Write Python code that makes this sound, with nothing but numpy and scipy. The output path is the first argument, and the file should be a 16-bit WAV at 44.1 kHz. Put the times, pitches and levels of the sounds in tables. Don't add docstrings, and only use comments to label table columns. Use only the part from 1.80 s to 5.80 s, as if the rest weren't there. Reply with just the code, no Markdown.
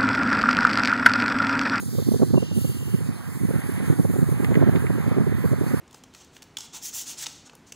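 import sys
import numpy as np
from scipy import signal
from scipy.fft import rfft, irfft, next_fast_len
from scipy.io import wavfile
from scipy.ndimage import uniform_filter1d, map_coordinates

SR = 44100
rng = np.random.default_rng(int(sys.argv[2]) if len(sys.argv) > 2 else 0)


def dump_mix(stems):
    frames = np.atleast_2d(stems).T
    limited = np.clip(frames, -1, 1)
    pcm = np.round(limited * 32767).astype(np.int16)
    wavfile.write(sys.argv[1], SR, pcm)


N = 176400
T = np.arange(N) / SR

# (time [s], relative level [dB])
WIND_LEVEL = [(0, -28.5), (.43, -19.5), (.7, -24), (.85, -21.5), (.97, -28), (1.27, -25), (1.4, -33),
              (1.66, -23), (1.9, -25), (2.36, -23), (2.52, -21), (2.89, -18), (3.05, -20.5), (3.4, -19),
              (3.55, -21), (4, -24)]
# (time [s], relative thump level [dB], relative edge level [dB])
BIG_EDDIES = [(.188, -18, -20), (.201, -22, -50), (.289, -11.5, -21.5), (.319, -12, -24),
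              (.345, -25, -17.5), (.401, -18, -26), (.421, -11, -15), (.432, -12, -12.5),
              (.542, -10, -17.5), (.558, -9, -29), (.579, -18, -11.5), (.628, -18.5, -20.5),
              (.777, -12.5, -28), (1.146, -10, -24.5), (1.293, -16.5, -44), (1.652, -14.5, -31),
              (1.709, -16.5, -21.5), (1.762, -14, -37), (2.105, -8, -18), (2.127, -18, -22), (2.2, -9, -21),
              (2.251, -16.5, -21.5), (2.301, -14, -26), (2.364, -26, -17), (2.39, -12.5, -22),
              (2.432, -9, -17.5), (2.708, -14, -47), (2.758, -17, -22), (2.775, -7.5, -14.5),
              (2.814, -10, -21.5), (2.828, -29, -13), (2.839, -11, -18), (2.876, -15, -17.5),
              (2.893, -9.5, -19), (2.939, -26, -22.5), (2.968, -14, -24), (3.282, -12.5, -53),
              (3.372, -18, -18.5), (3.385, -15, -17), (3.409, -11, -26), (3.473, -25, -17),
              (3.646, -18, -18), (3.721, -11, -25.5), (3.735, -27, -17), (3.815, -16, -19),
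              (3.881, -23, -38), (3.943, -11.5, -19)]
# (time [s], relative level [dB])
TREE_LEVEL = [(0, -52), (1.02, -51), (1.26, -45.5), (1.65, -44.5), (1.76, -40), (2.11, -38), (2.18, -44.5),
              (2.8, -38), (3.6, -40.5), (4, -40)]
HISS_LEVEL = [(0, -51), (.37, -46), (.46, -51), (.81, -48.5), (1.27, -56), (2.1, -55), (2.57, -58),
              (3.65, -57), (3.99, -52)]
FIZZ_LEVEL = [(0, -42.5), (.28, -42.5), (.7, -53), (.76, -41), (1.08, -44.5), (1.26, -52), (1.73, -45.5),
              (2.0, -47.5), (2.38, -44), (2.61, -45.5), (2.9, -50.5), (3.1, -49), (3.48, -51.5),
              (3.68, -47.5), (3.78, -51), (3.96, -45)]
# (time [s], level [dB], pitch [Hz])
BIRD_PEEPS = [(1.37, -51, 4180), (3.66, -53, 4600), (3.88, -50, 4420)]
# (time [s], starting level [dB], time to fade by 60 dB [s], treble limit [Hz])
DRY_TICKS = [(2.646, -20, .022, 3300), (2.742, -24, .016, 2800), (2.754, -20, .028, 2750),
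             (2.959, -31, .045, 4600), (3.067, -29, .035, 2900)]
# (frequency [Hz], relative level [dB])
RUMBLE_TONE = [(25, -54), (60, -9.5), (100, 3.5), (140, 1.5), (240, -9), (600, -35), (4000, -95)]
THUMP_TONE = [(70, -26.5), (140, 5.5), (230, 0), (380, -13.5), (600, -41), (1500, -63.5)]
EDGE_TONE = [(200, -1.5), (370, 10), (520, 1.5), (700, -11), (1100, -20.5), (3500, -62)]
TREE_TONE = [(200, -1.5), (600, -0.5), (1050, 3.5), (1500, 1.5), (2000, 0), (2500, -7.5), (3400, -13),
             (10000, -43)]
HISS_TONE = [(600, -48), (3300, 3.5), (4500, 7.5), (7000, 3), (9000, -8.5), (15000, -33)]
FIZZ_TONE = [(3000, -58), (6500, -2.5), (8500, 1), (10000, 4.5), (12500, 1), (14000, -2), (15800, -8.5)]
TICK_TONE = [(500, -18), (1400, -9), (2000, 0), (3500, -9), (12000, -32)]
# (frequency [Hz], left minus right [dB])
CHANNEL_BALANCE = [(100, -3.5), (500, -4), (1000, 1), (2100, -6), (3000, 0.5), (10000, -2.5)]


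def amp(db):
    return 10 ** (np.asarray(db) / 20)


def unit(x):
    return x / np.sqrt(np.mean(x ** 2) + 1e-20)


def along(points, hz):
    frequencies, values = np.transpose(points)
    return np.interp(np.log(hz + 1), np.log(frequencies + 1), values)


def curve(rows):
    return np.interp(T, *np.transpose(rows))


def wobble(per_s):
    return map_coordinates(rng.standard_normal(1024), [T * per_s], mode="wrap")


def filtered(x, response):
    size = next_fast_len(N + SR // 4)
    return irfft(rfft(x, size) * response(np.fft.rfftfreq(size, 1 / SR)), size)[..., :N]


def noise(tone, patchy_db, apart_db=-12):
    white = rng.standard_normal(N) + amp(apart_db) * rng.standard_normal((2, N))
    grid = signal.stft(white, nperseg=512)[2]
    patches = uniform_filter1d(rng.standard_normal(grid.shape[1:]), size=7, axis=0)
    patches = unit(uniform_filter1d(patches, size=20, axis=1))
    patchy = signal.istft(grid * amp(patchy_db * patches), nperseg=512)[1][:, :N]
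    return unit(filtered(patchy, lambda hz: amp(along(tone, hz))))


def puffs(times, levels_db, tone, length_s):
    air = noise(tone, patchy_db=1.5, apart_db=-22)
    power = uniform_filter1d(np.mean(air ** 2, axis=0), size=350)
    even_air = air / np.sqrt(np.abs(power) + 1e-4)
    samples = np.clip(times * SR, 0, N - 1).astype(int)
    hits = np.bincount(samples, amp(levels_db) ** 2, N)
    bell = .5 ** ((2 * np.arange(-SR // 20, SR // 20) / SR / length_s) ** 2)
    return even_air * np.sqrt(np.abs(signal.fftconvolve(hits, bell, "same")))


def wind_rumble():
    churn = amp(1.6 * wobble(38)) * noise(RUMBLE_TONE, patchy_db=-0.5, apart_db=-19)
    return amp(curve(WIND_LEVEL) - 4) * unit(churn)


def wind_eddies():
    small_per_s, scatter_db, edge_growth = 38, 3.5, 1.69
    jitter, strength, roughness = np.minimum(rng.standard_normal((400, 3)), 1.1).T
    small_times = (np.arange(len(jitter)) + 0.24 * jitter) / small_per_s
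    mean_db = curve(WIND_LEVEL).mean()
    swing_db = np.interp(small_times, *np.transpose(WIND_LEVEL)) - mean_db + scatter_db * strength
    small_thump_db = mean_db + 0.5 + swing_db
    small_edge_db = mean_db - 9.5 + edge_growth * swing_db + 2 * roughness
    small_eddies = np.column_stack([small_times, small_thump_db, small_edge_db])
    times, thump_db, edge_db = np.vstack([BIG_EDDIES, small_eddies[small_times < T[-1]]]).T
    thumps = puffs(times, thump_db, THUMP_TONE, length_s=0.0086)
    edges = puffs(times, edge_db, EDGE_TONE, length_s=0.0061)
    return amp(-1.5) * (thumps + edges)


def trees():
    return amp(curve(TREE_LEVEL) + 0.55 * wobble(19)) * noise(TREE_TONE, patchy_db=1.5)


def smoke_jet():
    waver_db = wobble(21.88)
    hiss = amp(curve(HISS_LEVEL) + 0.5 + .7 * waver_db) * noise(HISS_TONE, patchy_db=1.2)
    fizz = amp(curve(FIZZ_LEVEL) + 0.83 * waver_db + wobble(20)) * noise(FIZZ_TONE, patchy_db=2.5)
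    shrill_hz, spread_hz, peak_s, swell_s = 9850, 220, 1.9, 0.46
    band = filtered(rng.standard_normal(N), lambda hz: 1 / (1 + ((hz - shrill_hz) / spread_hz) ** 2))
    swell = np.exp(-((T - peak_s) / swell_s) ** 2)
    return hiss + fizz + amp(-52.5 + waver_db) * swell * unit(band)


def bird_trill():
    note_s, buzz_s, end_s, echo_s = .563, .597, 1.2, .2
    note_hz, fall_hz, chirps_per_s, speedup_per_s2 = 2780, 520, 57, 26
    note_db, buzz_db, fade_db_per_s = -39.5, -43.5, 8
    gate = lambda start, end: np.clip(np.minimum(T - start, end - T) / 0.003, 0, 1)
    age = np.maximum(T - buzz_s, 0)
    cycle = (chirps_per_s * age + speedup_per_s2 * age ** 2 / 2 + 0.14 * wobble(35)) % 1
    hz = note_hz + 18 * wobble(120) + fall_hz * (T > buzz_s) * np.maximum(1 - 2 * cycle, 0)
    pulses = np.abs(np.sin(np.pi * cycle)) ** .5
    chirps = pulses * amp(buzz_db - fade_db_per_s * age + 1.5 * wobble(60))
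    level = amp(note_db) * gate(note_s, buzz_s) + chirps * gate(buzz_s, end_s)
    song = level * np.sin(2 * np.pi * np.cumsum(hz) / SR)
    tail = rng.standard_normal(N) * amp(-60 * T / echo_s)
    echoes = signal.fftconvolve(song, tail / np.linalg.norm(tail))[:N]
    return song + amp(-7) * echoes


def bird_peeps():
    rise_hz_per_s, swell_s = 7800, 0.016
    shake = 1.2 * wobble(400)
    peeps = np.zeros(N)
    for peak_s, db, hz in BIRD_PEEPS:
        t = T - peak_s
        swell = np.exp(-np.minimum((t / swell_s) ** 2, 20))
        peeps += amp(db) * swell * np.sin(2 * np.pi * t * (hz + rise_hz_per_s * t / 2) + shake)
    return peeps


def dry_ticks():
    crack = noise(TICK_TONE, patchy_db=1)
    ticks = np.zeros((2, N))
    for start_s, db, fade_s, top_hz in DRY_TICKS:
        level = (T >= start_s) * amp(db - 60 * np.maximum(T - start_s, 0) / fade_s)
        ticks += level * filtered(crack, lambda hz: 1 / (1 + (hz / top_hz) ** 10))
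    return ticks


def widen(pair, left_lead_ms):
    half_shift = lambda hz: np.exp(1j * np.pi * hz * left_lead_ms / 1000)
    return filtered(pair, lambda hz: np.array([-half_shift(hz), 1 / half_shift(hz)]))


def scene():
    wind = wind_rumble() + wind_eddies()
    lawn = trees() + smoke_jet() + bird_trill() + bird_peeps() + dry_ticks()
    return widen(wind, left_lead_ms=-0.38) + widen(lawn, left_lead_ms=0.3629)


def record(dry):
    top_hz = 15800
    sides = np.array([[.5], [-.5]])
    return filtered(dry, lambda hz: amp(along(CHANNEL_BALANCE, hz) * sides) * (hz < top_hz))


dry = scene()
out = record(dry)
dump_mix(out)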